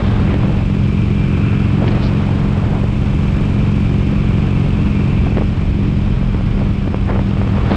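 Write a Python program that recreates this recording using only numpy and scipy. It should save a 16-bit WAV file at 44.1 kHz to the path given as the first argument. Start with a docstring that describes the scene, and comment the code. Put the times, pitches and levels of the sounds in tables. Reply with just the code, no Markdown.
"""A V-twin motorcycle cruises on a country road, heard on the rider: firing pulses ring the pipes in an
uneven two-pulse throb, valve knocks ring case and fins, the intake hisses once a cycle, tyres hiss.
Wind noise rumbles and rushes; short noise bursts make jets and gusts, pressure swings make dry slaps.
A car's roar swells past at 2.6 s. Near 6 s the throttle shuts: firing scatters into a burble and the
pipes turn to their coasting colour, while a sine thrums; weak random slaps follow to the end."""
import sys
import numpy as np
from scipy import signal
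from scipy.fft import rfft, irfft, next_fast_len
from scipy.io import wavfile
from scipy.ndimage import uniform_filter1d, minimum_filter1d, map_coordinates

SR = 44100
rng = np.random.default_rng(int(sys.argv[2]) if len(sys.argv) > 2 else 0)


def dump_mix(stems):
    """Bounce the given channels to the path in sys.argv[1] as a 16-bit WAV at rate SR."""
    frames = np.atleast_2d(stems).T  # one column per channel
    limited = np.clip(frames, -1, 1)  # hard clip at full scale
    pcm = np.round(limited * 32767).astype(np.int16)
    wavfile.write(sys.argv[1], SR, pcm)


N = 342216


def amp(db):
    """Decibels to gain."""
    return 10 ** (np.asarray(db) / 20)


def unit(x):
    """Scale to rms 1."""
    return x / np.sqrt(np.mean(x ** 2) + 1e-20)


def curve(rows):
    """(time_s, value) rows as one value per sample."""
    return np.interp(np.arange(N) / SR, *np.transpose(rows))


def wobble(rate_hz):
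    """Smooth random curve with rate_hz knots a second."""
    knots = rng.standard_normal(int(N * rate_hz / SR) + 4)
    return map_coordinates(knots, [np.arange(N) * rate_hz / SR])


def noise():
    """Fresh white noise."""
    return rng.standard_normal(N)


def filtered(x, response):
    """x times a complex response of frequency."""
    size = 2 * next_fast_len(N // 2 + SR // 4)
    return irfft(rfft(x, size) * response(np.fft.rfftfreq(size, 1 / SR)), size)[:N]


def coloured(x, points):
    """x through a minimum-phase filter drawn through (freq_hz, db) points, at rms 1."""
    def response(hz):
        freq_hz, db = np.transpose(points)
        magnitude = amp(np.interp(np.log(hz + 1), np.log(freq_hz), db))
        cepstrum = irfft(np.log(magnitude))
        half = len(cepstrum) // 2
        # folding the cepstrum forward makes the filter causal
        folded = 2 * cepstrum[:half] * np.r_[.5, np.ones(half - 1)]
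        return np.exp(rfft(folded, len(cepstrum)))
    return unit(filtered(x, response))


def resonance(hz, centre_hz, width_hz):
    """Response of one damped mode."""
    return 1j * hz * width_hz / (centre_hz ** 2 - hz ** 2 + 1j * hz * width_hz)


def tone(pitch_hz, wander_hz, rate_hz):
    """Sine of rms 1 with a randomly wandering pitch."""
    pitch = pitch_hz + wander_hz * wobble(rate_hz)
    return unit(np.sin(2 * np.pi * np.cumsum(pitch) / SR))


def pulse_shape(length, rise_s):
    """Pulse that peaks at 1 after rise_s, then decays."""
    age = np.arange(length) / SR / rise_s
    return age * np.exp(1 - age)


# shut-throttle running: time_s, share_0_1
OVERRUN = [(6, 0), (6.15, 1), (6.42, 1), (6.56, .1), (7.76, .2)]
# pipes and silencers under power: freq_hz, gain_db
PIPE = [(20, -29.5), (68, -22.5), (88, -3.5), (113, -4.5), (136, 1.5), (159, -6), (200, -3), (250, -24),
        (293, -10.5), (320, -24), (363, -21), (450, -31.5), (800, -48), (4000, -120)]
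# pipes and silencers when coasting: freq_hz, gain_db
PIPE_COASTING = [(20, -28.5), (64, -9.5), (86, -2), (109, -2), (130, 0.5), (153, -8.5), (196, -1.5),
                 (240, -17.5), (282, -15.5), (310, -20.5), (350, -26), (450, -30.5), (800, -54),
                 (4000, -120)]
# gas puff colour: freq_hz, density_db_per_hz
PUFF = [(120, -24.5), (230, 0), (310, 1), (430, -7), (560, -20.5), (1000, -37.5), (3000, -78.5)]
BANK_LAG_CYCLES = 315 / 720  # rear cylinder after front
BURBLE_DB, BURBLE_S = 2.5, .0016  # extra pulse scatter at full overrun
COAST_FROM_S, COAST_TO_S = 5.8, 6.36
EXHAUST_DB, PUFF_DB, PUFF_RISE_S = -15, -31.5, .003  # levels at cruising load


def exhaust(cycle, load_db, rear_db, scatter_db, jitter_s, chamber_hz, chamber_width_hz):
    """Two cylinders fire 315 and 405 crank degrees apart; each pulse rings the pipes and puffs gas."""
    count = np.arange(int(cycle[-1]) + 1)
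    firings = np.column_stack([count, count + BANK_LAG_CYCLES]).ravel()
    chance = rng.standard_normal((len(firings), 2))
    overrun = np.interp(firings, cycle, curve(OVERRUN))
    # firings outside the scene land past its end
    at = np.interp(firings, cycle, np.arange(N), left=2 * N, right=2 * N)
    at += (jitter_s + BURBLE_S * overrun) * SR * chance[:, 0]
    size_db = np.tile([0, rear_db], len(count)) + (scatter_db + BURBLE_DB * overrun) * chance[:, 1]
    pulses = np.bincount(np.abs(at).astype(int), amp(size_db), minlength=N)[:N]

    def chamber(hz):
        # all-pass: delays what is near the silencer's resonance, spreading each pulse
        return 2 * resonance(hz, chamber_hz, chamber_width_hz) - 1
    spread = filtered(pulses - pulses.mean(), chamber)
    coasting = curve([(COAST_FROM_S, 0), (COAST_TO_S, 1)])
    throb = (1 - coasting) * coloured(spread, PIPE) + coasting * coloured(spread, PIPE_COASTING)
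    flow = signal.fftconvolve(pulses, pulse_shape(SR // 30, PUFF_RISE_S))[:N]
    puffs = coloured(flow * noise(), PUFF)
    return amp(load_db) * (amp(EXHAUST_DB) * throb + amp(PUFF_DB) * puffs)


# valve knocks in each cycle: phase_cycles, level_db
VALVES = [(.11, -0.5), (.23, -2.5), (0.359, -4), (.5, -1), (.75, -13.5), (.86, -5.5), (.98, -2)]
# engine case: freq_hz, density_db_per_hz
CASE = [(700, -19.5), (1100, -1), (1900, -8), (2250, 0), (2600, -9), (3100, -3), (4200, -15.5),
        (5200, -18.5), (6300, -30.5), (9000, -50.5), (14000, -88)]
# cooling fins and covers: pitch_hz, width_hz, level_db
FINS = [(2179, 24, -10.5), (2470, 260, -3.5), (2640, 300, -3.5), (2670, 35, -13), (3010, 40, -17)]
# whirring fin ring: time_s, level_db
FIN_LEVEL = [(0, -49), (.35, -43), (.8, -42), (1.1, -40.5), (1.5, -37.5), (1.9, -42), (2.6, -46.5),
             (3.0, -43), (4.3, -41.5), (5.1, -39.5), (5.6, -45.5), (6.9, -46.5), (7.76, -47.5)]
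# one clear fin tone: time_s, level_db
SINGING_LEVEL = [(0, -54), (.6, -51), (1.15, -41.5), (1.6, -45.5), (2.1, -52), (2.9, -53.5), (3.3, -49),
                 (5.1, -46), (5.6, -51), (7.76, -54.5)]
VALVE_RISE_S, VALVE_JITTER_S, VALVE_SCATTER_DB = .0007, .0003, 1.6
CLATTER_DB, CLATTER_DB_PER_LOAD_DB = -40.5, 0.38  # case level at cruising load, its growth
SINGING_HZ, SINGING_WANDER_HZ, SINGING_FLICKER_DB = 2359, 12, 2.5


def valve_gear(cycle, load_db, chain_db, grain_db):
    """Valves knock in a fixed pattern over the chain's steady rattle; case and fins ring with them."""
    phase, db = np.transpose(VALVES)
    turns = np.arange(-1, int(cycle[-1]) + 1)
    events = (turns[:, None] + phase).ravel()
    at = np.interp(events, cycle, np.arange(N), left=2 * N, right=2 * N)
    chance = rng.standard_normal((len(at), 2))
    at += VALVE_JITTER_S * SR * chance[:, 0]
    size = amp(np.tile(db, len(turns)) + VALVE_SCATTER_DB * chance[:, 1])
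    impulses = np.bincount(np.abs(at).astype(int), size, minlength=N)[:N]
    knocks = signal.fftconvolve(impulses, pulse_shape(SR // 50, VALVE_RISE_S))[:N]
    chain = amp(chain_db + grain_db * wobble(350))
    shake = np.hypot(knocks, chain)

    def ring(centre_hz, width_hz):
        return unit(filtered(shake * noise(), lambda hz: resonance(hz, centre_hz, width_hz) ** 2))
    case = amp(CLATTER_DB + CLATTER_DB_PER_LOAD_DB * load_db) * coloured(shake * noise(), CASE)
    rings = sum(amp(level_db) * ring(pitch_hz, width_hz) for pitch_hz, width_hz, level_db in FINS)
    fins = amp(curve(FIN_LEVEL)) * rings
    singing_gain = amp(curve(SINGING_LEVEL) + SINGING_FLICKER_DB * wobble(20))
    singing = singing_gain * tone(SINGING_HZ, SINGING_WANDER_HZ, rate_hz=70)
    return case + fins + singing


# intake hiss colour: freq_hz, density_db_per_hz
INTAKE = [(2000, -15.5), (3700, 3), (5200, -0.5), (6000, 1), (8000, -.5), (9000, -5.5), (9500, -13.5),
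          (10700, -12.5), (14000, -46.5)]
# intake hiss: time_s, level_db
INTAKE_LEVEL = [(0, -55), (1.3, -54.5), (2.5, -54.5), (3.2, -53), (4.2, -54.5), (5.1, -54.5), (5.7, -57),
                (6.9, -57.5), (7.76, -55.5)]
GULP_AT_CYCLES, GULP_LENGTH_CYCLES, GULP_DB = .05, .1, 3.7


def intake(cycle):
    """Hiss that swells once a cycle as the engine draws air."""
    offset = (cycle - GULP_AT_CYCLES + .5) % 1 - .5
    gulp = np.exp(-(offset / GULP_LENGTH_CYCLES) ** 2)
    return amp(curve(INTAKE_LEVEL)) * coloured(amp(GULP_DB * gulp) * noise(), INTAKE)


# tyre hiss colour: freq_hz, density_db_per_hz
TYRE_HISS = [(2500, -20), (3600, -2), (4300, -2), (5300, 1), (5900, -14), (9000, -50)]
TYRE_HISS_DB = -57


def tyre_hiss():
    """Steady tyre hiss on the road: coloured noise at a constant level."""
    return amp(TYRE_HISS_DB) * coloured(noise(), TYRE_HISS)


# airstream strength: time_s, rel_usual_db
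WIND = [(0, 6), (.45, 2), (.72, -2), (1.1, -2), (1.4, -.5), (1.7, -1), (1.86, 5), (2.15, 3.5), (2.7, 0.5),
        (2.92, -2), (3.4, 1.5), (3.8, -0.5), (5.35, 0), (5.65, -2.5), (6.4, -1), (6.88, -2.5), (7.45, 1),
        (7.75, 8)]
# deep rumble: time_s, level_db
RUMBLE_LEVEL = [(0, -19.5), (2.2, -20.5), (2.9, -19.5), (4.3, -18.5), (5.6, -18.5), (6.25, -20), (7, -22.5),
                (7.76, -20.5)]
# wind colours, deep to high: freq_hz, density_db_per_hz
RUMBLE = [(8, -21), (20, -11), (38, -1), (60, 0), (85, -3.5), (130, -14), (300, -33), (2000, -120)]
EDDIES = [(30, -30), (100, 3), (160, -3.5), (210, -1), (260, -13.5), (330, -15.5), (450, -21.5), (700, -36),
          (5000, -120)]
RUSH = [(100, 6), (300, 6.5), (500, 4), (750, 1), (1150, -1), (1800, -7.5), (2800, -11.5), (4000, -20),
        (5350, -29.5), (5900, -34.5), (8500, -41.5), (13000, -100)]
EDDY_DB, RUSH_DB = -21.5, -30  # at usual airstream strength
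EDDY_DB_PER_WIND_DB = 0.45
LUMP_DB, SWELL_RATE_HZ = 2.6, 5  # eddy unevenness, knot rate of the slower eddy swell


def wind(eddy_swell_db, flutter_db, tear_db):
    """Eddies thump over a deep rumble; the rush flutters with them. Both grow with the airstream."""
    strength_db = curve(WIND)
    lumps = wobble(36)
    rumble = amp(curve(RUMBLE_LEVEL)) * coloured(noise(), RUMBLE)
    churn = amp(LUMP_DB * lumps + eddy_swell_db * wobble(SWELL_RATE_HZ))
    eddy_gain = amp(EDDY_DB + EDDY_DB_PER_WIND_DB * strength_db)
    eddies = eddy_gain * unit(churn * coloured(noise(), EDDIES))
    flutter = amp(flutter_db * lumps + tear_db * wobble(260))
    rush = amp(RUSH_DB + strength_db) * unit(flutter * coloured(noise(), RUSH))
    return rumble + eddies + rush


PORT_HZ = 5500  # microphone port passes little wind noise above this
BURST_REACH = 1.2  # a burst fades out above this multiple of its centre


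def bursts(rows, level_db, width_share, rough_db, order):
    """Short, ragged bursts of air on the microphone port, each in a band around its own centre."""
    out = np.zeros(N)
    air = noise() * amp(rough_db * wobble(440))
    for centre_s, db, half_s, centre_hz in rows:
        first = max(int((centre_s - 4 * half_s) * SR) - 512, 0)
        last = min(int((centre_s + 4 * half_s) * SR) + 512, N)
        span = np.arange(first, last)
        bell = np.exp(-.5 * ((span / SR - centre_s) / half_s) ** 2)
        hz = np.fft.rfftfreq(len(span), 1 / SR)
        band = resonance(hz, centre_hz, width_share * centre_hz) ** order
        # the smallest eddies carry little energy, and the port cuts what is left
        dull = 1 / (1 + (hz / (BURST_REACH * centre_hz)) ** 2) / (1 + (hz / PORT_HZ) ** 12)
        burst = irfft(rfft(air[span] * bell) * band * dull, len(span))
        out[span] += amp(db + level_db) * unit(burst) * np.sqrt(np.mean(bell ** 2))
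    return out


# centre_s, level_db (before the common level_db), half_length_s, centre_hz
JETS = [(.1, -48, 0.074, 3520), (.32, -39, .04, 2000), (.343, -36, .0018, 3000), (1.52, -42, 0.2, 1390),
        (1.881, -27.5, 0.0029, 2350), (1.887, -39, 0.0013, 5000), (1.919, -40.5, 0.0037, 3930),
        (2.025, -43.5, 0.018, 4100), (2.06, -43.5, 0.02, 4700), (5.372, -34.5, .0015, 3000),
        (5.383, -36, .003, 2000), (7.11, -38.5, 0.026, 1820), (7.715, -40, 0.0074, 3000),
        (7.75, -43, 0.027, 3700)]


def jets():
    """Thin jets of air hiss past an edge in a narrow band."""
    return bursts(JETS, level_db=4.0, width_share=0.5, rough_db=3.5, order=2)


# centre_s, level_db (before the common level_db), half_length_s, centre_hz
GUSTS = [(.33, -22, 0.043, 350), (.47, -25.5, 0.05, 480), (.6, -31.5, .05, 750), (1.818, -12.5, 0.018, 288),
         (1.89, -17, 0.016, 230), (2.3, -30, 0.031, 700), (2.75, -23.5, 0.033, 620),
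         (2.84, -20.5, 0.0064, 420), (5.27, -17, 0.005, 400), (5.377, -12, 0.0086, 280),
         (5.418, -17.5, 0.0043, 420), (6.62, -21.5, 0.01, 452), (6.878, -22, 0.0047, 358),
         (7.102, -19, 0.012, 650), (7.15, -19, 0.023, 430), (7.195, -21, 0.0037, 550),
         (7.714, -13.5, 0.0063, 720), (7.735, -18, 0.032, 300)]


def gusts():
    """Strong gusts hit the microphone as rough, broad-band bursts."""
    return bursts(GUSTS, level_db=-3.0, width_share=1.2, rough_db=2, order=1)


# single eddies on the port: centre_s, level_db (before the part levels), pitch_hz
SLAPS = [(.343, -12.5, 440), (.434, -18.5, 750), (1.827, -12.5, 340), (1.843, -15, 360), (2.842, -16, 450),
         (5.133, -19.5, 400), (5.271, -16, 480), (5.323, -17.5, 420), (5.372, -12, 480), (5.383, -10, 400),
         (5.412, -15, 450), (5.422, -16.5, 520), (6.23, -20.5, 850), (6.347, -15.5, 420), (6.41, -19, 520),
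         (6.579, -22, 600), (6.877, -16.5, 340), (6.945, -9.5, 560), (7.096, -16, 700), (7.161, -13.5, 480),
         (7.192, -15, 550), (7.371, -16, 560), (7.416, -15.5, 800), (7.477, -23, 700), (7.568, -19, 550),
         (7.606, -20, 600), (7.719, -14, 600)]
# crack colour: freq_hz, density_db_per_hz
CRACK = [(150, -10), (450, 0), (1000, -.5), (1700, -5), (2200, -13), (3300, -19), (4300, -36), (7000, -62)]
PUSH_DB = -2  # relative to the slap
THUMP_DB, THUMP_SHARE = -1, .45  # relative to the push: level, pitch
CRACK_DB, CRACK_RISE_S = -10.5, .0011  # level relative to the slap


def slaps(rows):
    """Dry knocks: one push and pull of pressure over a slower thump, with a short crack on top."""
    out = np.zeros(N + SR)
    t = np.arange(-SR // 200, SR // 80) / SR
    age = np.maximum(t / CRACK_RISE_S + 1, 0)
    fade = amp(CRACK_DB) * age * np.exp(1 - age)
    crack = coloured(noise(), CRACK)

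    def swing(hz):
        phase = 2 * np.pi * hz * t
        return phase * np.exp(.5 - .5 * phase ** 2)
    for centre_s, level_db, pitch_hz in rows:
        start = int((centre_s + t[0]) * SR)
        push = swing(pitch_hz) + amp(THUMP_DB) * swing(THUMP_SHARE * pitch_hz)
        snap = fade * np.roll(crack, -start)[:len(t)]
        out[start:start + len(t)] += amp(level_db) * (amp(PUSH_DB) * push + snap)
    return out[:N]


# roar of bow wave and wake: freq_hz, density_db_per_hz
CAR = [(150, -12.5), (400, 3), (700, -1), (1100, -3), (1600, -12), (3000, -24), (8000, -67)]
CAR_AT_S, CAR_HALF_S, CAR_DB = 2.58, .2, -33


def oncoming_car():
    """Bow wave and wake of a car in the other lane: soft noise swells and fades."""
    swell = np.exp(-.5 * ((np.arange(N) / SR - CAR_AT_S) / CAR_HALF_S) ** 2)
    return amp(CAR_DB) * swell * coloured(noise(), CAR)


# regular vortices: time_s, level_db
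THRUM_LEVEL = [(5.85, -69), (6.03, -22), (6.3, -22), (6.55, -20), (6.68, -34), (6.85, -72)]
THRUM_HZ, THRUM_WANDER_HZ = 38.5, 1.2


def thrum():
    """Air briefly sheds regular vortices: a deep, nearly steady sine."""
    return amp(curve(THRUM_LEVEL)) * tone(THRUM_HZ, THRUM_WANDER_HZ, rate_hz=10)


WEAK_FROM_S, WEAK_RATE_HZ = 6.4, 5.3  # rate: inverse of the median gap
WEAK_DB, WEAK_HZ = -32, 460  # typical slap level and pitch


def weak_slaps(scatter_db, pitch_spread):
    """Rows for slaps(): weak, randomly spaced slaps until the end."""
    chance = rng.standard_normal((64, 3))
    times_s = WEAK_FROM_S + np.cumsum(np.exp(.5 * chance[:, 0]) / WEAK_RATE_HZ)
    return [(s, WEAK_DB + scatter_db * loud, WEAK_HZ * np.exp(pitch_spread * high))
            for s, (_, loud, high) in zip(times_s, chance) if s < N / SR]


# four-stroke engine speed: time_s, cycles_per_s
SPEED = [(0, 22.03), (1, 22.28), (2, 22.56), (3, 22.7), (4.5, 22.75), (5.5, 22.59), (6, 22.39),
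         (6.5, 22.09), (7, 21.7), (7.76, 21.58)]
# engine load: time_s, rel_cruising_db
THROTTLE = [(0, -2), (.6, -2), (1.1, 1), (1.9, 0.5), (2.3, 1), (2.85, -3.5), (3.3, -.3), (4.3, 1.5),
            (5.15, 0.6), (5.6, -4.5), (5.98, 0.5), (6.25, -4.5), (6.6, -2), (6.95, -7.5), (7.3, -1.5),
            (7.76, -5.5)]
START_CYCLES = .53  # engine phase at the start


def scene():
    """Engine, tyres, wind and passing car summed at the microphone."""
    cycle = START_CYCLES + np.cumsum(curve(SPEED)) / SR
    load_db = curve(THROTTLE)
    pipes = exhaust(cycle, load_db, rear_db=-1.15, scatter_db=0.47, jitter_s=.0001,
                    chamber_hz=106.7, chamber_width_hz=137)
    engine = pipes + valve_gear(cycle, load_db, chain_db=-6, grain_db=1.0) + intake(cycle)
    air = wind(eddy_swell_db=0.85, flutter_db=1.0, tear_db=1.37) + jets() + gusts()
    knocks = slaps(SLAPS + weak_slaps(scatter_db=2.5, pitch_spread=0.28))
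    return (engine + tyre_hiss() + air + knocks + oncoming_car() + thrum())[None]


TOP_HZ = 15400  # nothing passes above this


def record(dry, drive_db=2, ceiling=0.53, hold_s=0.031):
    """A limiter holds down the boosted bass; the treble fades out below the band limit."""
    bass = filtered(dry[0], lambda hz: 1 / (1 + (hz / 380) ** 4))
    driven = amp(drive_db) * bass
    needed = (1 + np.abs(driven / ceiling) ** 6) ** (-1 / 6)
    span = max(int(hold_s * SR), 1)
    gain = uniform_filter1d(minimum_filter1d(needed, span), span)
    limited = gain * driven + (dry[0] - bass)
    return filtered(limited, lambda hz: (hz < TOP_HZ) / (1 + (hz / 12500) ** 20))[None]


dry = scene()
out = record(dry)
dump_mix(out)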